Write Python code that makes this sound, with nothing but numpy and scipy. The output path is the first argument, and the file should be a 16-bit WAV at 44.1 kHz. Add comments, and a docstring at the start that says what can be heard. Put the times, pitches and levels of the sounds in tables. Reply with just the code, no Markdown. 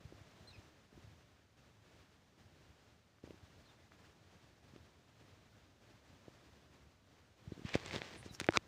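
"""A hand on a camera, heard through its own microphone, in a quiet garden plot.
Now and then the hand bumps the body with a dull thud; near the end fingers slide over the plastic
case in tiny slips, knock it so that it rings, and press a button, which creaks and snaps.
Soft hiss and low rumble rise quickly and fade as the hand shifts its grip; distant birds chirp."""
import sys
import numpy as np
from scipy import signal
from scipy.fft import rfft, irfft
from scipy.io import wavfile

SR = 44100
rng = np.random.default_rng(int(sys.argv[2]) if len(sys.argv) > 2 else 0)


def dump_mix(stems):
    """Bounce the given channels to the path in sys.argv[1] as a 16-bit WAV at rate SR."""
    frames = np.atleast_2d(stems).T  # one column per channel
    limited = np.clip(frames, -1, 1)  # hard clip at full scale
    pcm = np.round(limited * 32767).astype(np.int16)
    wavfile.write(sys.argv[1], SR, pcm)


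N = 382347
TIME = np.arange(N) / SR


def amp(db):
    """Decibels to gain."""
    return 10 ** (np.asarray(db) / 20)


def unit(x):
    """Scales to rms 1."""
    return x / np.sqrt(np.mean(x ** 2) + 1e-20)


def colour(points, hz):
    """Gain of an EQ curve at the given frequencies."""
    f, db = np.transpose(points)
    return amp(np.interp(np.log(hz + 1), np.log(f), db))


def tint(x, points):
    """Shapes x with an EQ curve, at rms 1."""
    return unit(irfft(rfft(x) * colour(points, np.fft.rfftfreq(N, 1 / SR)), N))


def wander(rate_hz):
    """Smooth random modulation of rms 1."""
    hz = np.fft.rfftfreq(N, 1 / SR)
    return unit(irfft(rfft(rng.standard_normal(N)) / (1 + (hz / rate_hz) ** 4), N))


def causal(gain):
    """The impulse response with the sharpest attack for this gain spectrum."""
    log_gain = np.log(np.maximum(np.r_[gain, gain[-2:0:-1]], gain.max() * 1e-5))
    return np.fft.ifft(np.exp(np.conj(signal.hilbert(log_gain)))).real


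def resonance(hz, centre, width):
    """Complex response of one mode, 1 at its centre."""
    return 1j * hz * width / (centre ** 2 - hz ** 2 + 1j * hz * width)


def add(mix, s, sound):
    """Mixes a sound in at time s."""
    part = mix[round(s * SR):][:len(sound)]
    part += sound[:len(part)]


def envelope(start, db, rise, hold, fade_db_per_s):
    """Gain over time: the power rises evenly, holds, then fades at a steady rate."""
    attack = np.sqrt(np.clip((TIME - start) / rise, 0, 1))
    return attack * amp(db - fade_db_per_s * np.maximum(TIME - start - rise - hold, 0))


def grip_swell(calm_db=-77.5, fade_db_per_s=20):
    """Gain of the hiss and rumble: it rises quickly and fades as the hand shifts its grip."""
    # shifts of the grip: t/s, level/dB, rise/s, hold/s
    shifts = [(0.0, -64.8, .01, .58), (0.88, -65.5, .09, .07), (1.565, -68, .015, .04),
              (1.79, -66, .09, .06), (2.372, -66.8, .01, .03), (2.52, -66.8, .06, .06),
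              (2.75, -69.3, .05, .1), (3.228, -64.5, .015, .06), (3.38, -65.7, .05, .12),
              (3.63, -66.8, .08, .06), (3.905, -66.3, .012, .12), (4.22, -66.8, .09, .11),
              (4.61, -66.2, .04, .14), (4.96, -69.2, .03, .1), (5.1, -66.8, .08, .08),
              (5.42, -68.7, .05, .13), (5.8, -67.3, .025, .11), (6.0, -66.3, .06, .06),
              (6.26, -66, .025, .24), (6.66, -67.8, .05, .04), (7.04, -69.3, .05, .08),
              (7.33, -63.3, .24, .95)]
    return np.hypot(amp(calm_db), np.max([envelope(*row, fade_db_per_s) for row in shifts], axis=0))


def soft_hiss(swell, waver_db=1.0, mic_db=-84):
    """Wide, soft hiss with a slight, quick random waver in level, over steady microphone self-noise."""
    # spectrum of the hiss: f/Hz, level/dB
    hiss_eq = [(25, -28), (59, -33.5), (100, -4.5), (177, -10), (293, -8), (347, -10), (530, -12.5),
               (576, -11.5), (627, -12.5), (879, -16), (1760, -17.5), (2090, -19.5), (3690, -22),
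               (6660, -28), (12000, -46), (15500, -40)]
    # spectrum of the self-noise: f/Hz, level/dB
    mic_eq = [(20, 0), (1000, 1.5), (6000, 2), (9000, -7.5), (12000, -9.5), (15000, -12.5)]
    hiss = tint(rng.standard_normal(N), hiss_eq) * swell
    waver = amp(waver_db * wander(rate_hz=19.5))
    return hiss * waver + amp(mic_db) * tint(rng.standard_normal(N), mic_eq)


def rumble(swell, rub, swell_db=-1.7, rub_db=-15, lumps_db=1.8):
    """Lumpy low end from the unsteady hand, riding the grip shifts and finger strokes."""
    # spectrum of the rumble: f/Hz, level/dB
    rumble_eq = [(20, -24), (38, -20.5), (60, -5.5), (85, 1), (125, -4.5), (180, -9), (300, -18.5),
                 (700, -48)]
    push = np.hypot(amp(swell_db) * swell, amp(rub_db) * rub)
    return tint(rng.standard_normal(N), rumble_eq) * push * amp(lumps_db * wander(rate_hz=14))


def birds(wet=0.28, echo_decay_s=0.081):
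    """Short falling whistles, some hoarse, blurred by echoes from the foliage."""
    # chirps: t/s, length/s, level/dB, start f/Hz, middle f/Hz, end f/Hz,
    # second harmonic/dB, roughness/share of pitch
    chirps = [(0.470, 0.031, -61, 3950, 4190, 3780, -17, .005),
              (0.497, .028, -67.5, 4040, 3900, 3300, -22, .06),
              (0.523, 0.05, -66.5, 2800, 2570, 2350, -8, .03),
              (3.651, 0.038, -75, 4030, 4200, 3750, -28, .022),
              (3.682, .033, -73, 3870, 3620, 3550, -27, 0.013),
              (7.517, .028, -74, 4100, 4000, 3780, -25, .02),
              (8.286, 0.035, -64.5, 4200, 3920, 3800, -28, .012)]
    out, jitter = np.zeros(N), wander(rate_hz=400)
    for s, length, db, start_hz, middle_hz, end_hz, second_db, rough in chirps:
        progress = np.linspace(0, 1, round(length * SR))
        glide = np.polyval(np.polyfit([0, .5, 1], [start_hz, middle_hz, end_hz], 2), progress)
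        pitch = glide * (1 + rough * jitter[round(s * SR):][:len(glide)])
        phase = 2 * np.pi * np.cumsum(pitch) / SR
        whistle = np.sin(phase) + amp(second_db) * np.sin(2 * phase)
        add(out, s, amp(db) * unit(whistle * signal.windows.tukey(len(whistle), .5)))
    leaves = rng.standard_normal(SR) * np.exp(-TIME[:SR] / echo_decay_s)
    return out + wet * signal.fftconvolve(out, leaves / np.linalg.norm(leaves))[:N]


def friction(pressure, spectrum, slips_per_s, spread_db, smooth):
    """Tiny slips of uneven size, over a smooth rub, sound through the case."""
    sizes = rng.standard_normal(N) * amp(spread_db * np.minimum(rng.exponential(1, N), 3))
    slips = sizes * (rng.random(N) < slips_per_s / SR)
    return tint(unit(slips) + smooth * rng.standard_normal(N), spectrum) * pressure


def finger_pressure():
    """Gain of the rubbing as the fingers bear down and ease off."""
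    # strokes over the case: t/s, level/dB, rise/s, hold/s, fade/(dB per s)
    strokes = [(7.644, -55, .012, .19, 60), (7.73, -42.5, .021, .004, 600), (7.84, -51.5, .025, .015, 120),
               (7.905, -44.8, .04, .015, 220), (8.02, -52.3, .015, .005, 90), (8.09, -56, .02, .045, 220),
               (8.23, -61, .02, .012, 150), (8.385, -55.5, .02, .008, 150)]
    return np.max([envelope(*row) for row in strokes], axis=0)


def finger_slide(rub):
    """Fingers drag over the plastic with a grainy rub."""
    # spectrum of skin sliding on the case: f/Hz, level/dB
    slide_eq = [(29, -34), (50, -11), (98, -1.5), (256, -8), (434, -3.5), (790, -8), (1050, -8.5),
                (1220, -8.5), (1310, -13.5), (1830, -7), (2500, -10), (4560, -14), (7370, -23.5),
                (11900, -45), (15500, -38)]
    return friction(rub, slide_eq, slips_per_s=1400, spread_db=3.5, smooth=0.9)


def swishes():
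    """Skin brushes the case: brief bands of hiss that swell and fade."""
    # brushes of skin: crest t/s, level/dB, rise/s, fall/s, centre f/Hz, width/Hz
    brushes = [(7.69, -56, .025, 0.054, 2610, 900), (7.747, -45.5, 0.008, 0.01, 2400, 550),
               (8.19, -65, .016, 0.021, 9200, 1050), (8.26, -63.5, 0.011, 0.01, 5500, 2500),
               (8.351, -59, .016, .008, 5900, 950), (8.345, -69, 0.022, .012, 10000, 4000),
               (8.566, -43, 0.0061, 0.0035, 1500, 328)]
    hz, out = np.fft.rfftfreq(N, 1 / SR), np.zeros(N)
    for s, db, rise, fall, centre, width in brushes:
        passband = np.exp(-.5 * ((hz - centre) / width) ** 2)
        hiss = unit(irfft(rfft(rng.standard_normal(N)) * passband, N))
        out += amp(db) * hiss * np.exp(-.5 * ((TIME - s) / np.where(TIME < s, rise, fall)) ** 2)
    return out


def bumps(low_cut_hz=80, steepness=4.95, size=8192):
    """The hand thuds on the camera body: the softer the contact, the lower its cutoff."""
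    # thuds of the hand: t/s, peak level/dB, cutoff f/Hz, body ring/factor
    thuds = [(0.049, -43.5, 140, .1), (0.1238, -43.5, 560, 1.1), (0.211, -52, 160, .2),
             (0.574, -53, 110, .1), (0.9273, -51.5, 400, .5), (0.976, -47, 420, .8), (1.041, -52, 130, .1),
             (1.07, -53, 130, .1), (3.239, -39.5, 480, .27), (3.275, -44, 620, 1.1), (3.3064, -40, 520, .3),
             (3.342, -50, 380, .3), (3.428, -51, 110, .1), (4.736, -49.5, 350, .4), (4.761, -46.5, 500, .8),
             (6.2813, -42, 610, 1.2), (7.474, -39.5, 160, .1), (7.520, -33.5, 382, .33),
             (7.577, -44, 400, .4), (7.594, -43, 400, .4), (7.618, -45, 300, .3), (7.649, -32.7, 225, .25),
             (7.7538, -16.6, 570, .05), (7.8611, -41, 700, .4), (7.939, -37, 450, .4),
             (7.947, -36, 600, .5), (7.961, -31, 480, .4), (8.018, -34.5, 950, .8), (8.143, -44, 500, .6),
             (8.1612, -44, 500, .8), (8.2614, -39, 450, .4), (8.308, -45, 200, .2),
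             (8.4128, -33.5, 366, .53), (8.4888, -13.5, 850, 1.6), (8.5725, -24.5, 500, .55)]
    hz, out = np.fft.rfftfreq(size, 1 / SR), np.zeros(N)
    bass_cut = 1 / np.sqrt(1 + (low_cut_hz / (hz + 1)) ** 6)
    grip_hz, body_hz = 85, 333
    grip, body = resonance(hz, grip_hz, width=45), resonance(hz, body_hz, width=62)
    for s, db, cutoff_hz, ring in thuds:
        slowness = grip_hz / cutoff_hz  # slow pushes rock the camera in the grip
        modes = abs(1 + ring * body + slowness * grip)
        push = causal(bass_cut * modes / np.hypot(1, (hz / cutoff_hz) ** steepness))
        add(out, s, amp(db) * push / abs(signal.hilbert(push)).max())
    return out


def case_clicks(hits, ring_width_hz=500, rattle=0.65, rattle_s=0.00093, firm_db=-19, size=2048):
    """Hard contacts ring the plastic case, each with a very short rattle after it."""
    # response of the case: f/Hz, level/dB
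    case_eq = [(100, -29), (700, 1), (1400, 1), (2400, 1.5), (3000, -3.5), (3650, 0), (4500, -3.5),
               (5400, -1.5), (7500, -7), (9500, -7.5), (11800, -22), (15000, -9)]
    hz, t, out = np.fft.rfftfreq(size, 1 / SR), np.arange(size) / SR, np.zeros(N)
    for s, db, ring_hz, ring, cutoff_hz in hits:
        case = colour(case_eq, hz) * abs(1 + ring * resonance(hz, ring_hz, ring_width_hz))
        tick = causal(case / np.hypot(1, (hz / cutoff_hz) ** 4.9))
        chatter = rng.standard_normal(size) * t * np.exp(-2 * t / rattle_s)
        loose = rattle / (1 + amp(db - firm_db))  # hard hits seat firmly and rattle less
        contact = (t == 0) + loose * chatter / np.linalg.norm(chatter)
        click = unit(signal.fftconvolve(tick, contact)[:size])
        rms_to_peak = tick.std() / abs(tick).max()
        add(out, s, amp(db) * rms_to_peak * click)
    return out


def button_creak(first_gap_s=.0124, shrink=.57, min_gap_s=.0056, start_s=8.524, count=7):
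    """The pressed button sticks and slips, ticking the case in a quickening run."""
    gaps = np.maximum(first_gap_s * shrink ** np.arange(count), min_gap_s)
    slip_times = start_s + np.cumsum(gaps) - gaps
    db, ring_hz, ring, cutoff_hz = -32.5, 1300, 3.3, 8500
    return case_clicks([(s, db, ring_hz, ring, cutoff_hz) for s in slip_times])


def button_scrape(press_s=8.538, snap_s=8.5725, end_db=-34, growth_db_per_s=380):
    """Pressed harder and harder, the button scrapes ever louder up to the moment it gives."""
    # spectrum of the scraping button: f/Hz, level/dB
    scrape_eq = [(88, -45), (150, -13), (420, -1.5), (722, -8), (1450, 3), (1940, -20), (2450, -9),
                 (3040, -22), (4060, -9), (9180, -33), (11400, -45), (15500, -33)]
    pressed = (TIME > press_s) * (TIME < snap_s)
    pressure = amp(end_db - growth_db_per_s * abs(snap_s - TIME)) * pressed
    return friction(pressure, scrape_eq, slips_per_s=2200, spread_db=-2, smooth=0.92)


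def knocks_and_snap():
    """Fingers knock the case; the last, loudest hit is the button snapping."""
    # hits on the plastic: t/s, level/dB, ring f/Hz, ring strength/factor, cutoff f/Hz
    hits = [(3.185, -57.5, 1600, 3, 2400), (3.308, -49, 2600, 1, 4000), (3.920, -49, 1300, 5, 2100),
            (4.7625, -48, 2300, 1, 6000), (7.692, -33, 2800, 1.1, 6000), (7.7428, -23.2, 2400, 3.5, 6040),
            (7.7538, -23.5, 2600, .6, 7500), (7.8610, -30.5, 7400, 2.5, 8000),
            (7.910, -30.3, 2100, 1.5, 4500), (7.9609, -24.5, 3300, 1.3, 5860),
            (8.0183, -28, 2170, 1.6, 4200), (8.2287, -43.5, 2000, 2, 3480), (8.3492, -35, 5500, 3, 9000),
            (8.400, -22.5, 2030, 1.6, 12000), (8.402, -22.5, 4600, .59, 12000),
            (8.407, -33, 2200, .5, 9000), (8.4122, -27.5, 1000, 1, 7000), (8.4434, -30, 2230, 4.5, 10000),
            (8.4667, -34.5, 1800, .3, 12000), (8.488, -15.5, 1720, 3.6, 3300),
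            (8.5074, -35.5, 1400, .5, 11000), (8.5722, -8.8, 2380, 1.0, 6800), (8.573, -16, 1150, .9, 5200)]
    return case_clicks(hits)


def scene():
    """The hand on the camera over a bed of hiss, rumble and birds, in mono."""
    swell, rub = grip_swell(), finger_pressure()
    slide = finger_slide(rub)
    bed = soft_hiss(swell) + rumble(swell, rub) + birds()
    button = button_creak() + button_scrape()
    return (bed + slide + button + swishes() + bumps() + knocks_and_snap())[None]


def record(dry, cutoff_hz=15550):
    """The camera's band limit: a steep cut of the top treble."""
    lowpass = signal.firwin(511, cutoff_hz, window=("kaiser", 9), fs=SR)
    return signal.oaconvolve(dry, lowpass[None], "same")


dry = scene()
out = record(dry)
dump_mix(out)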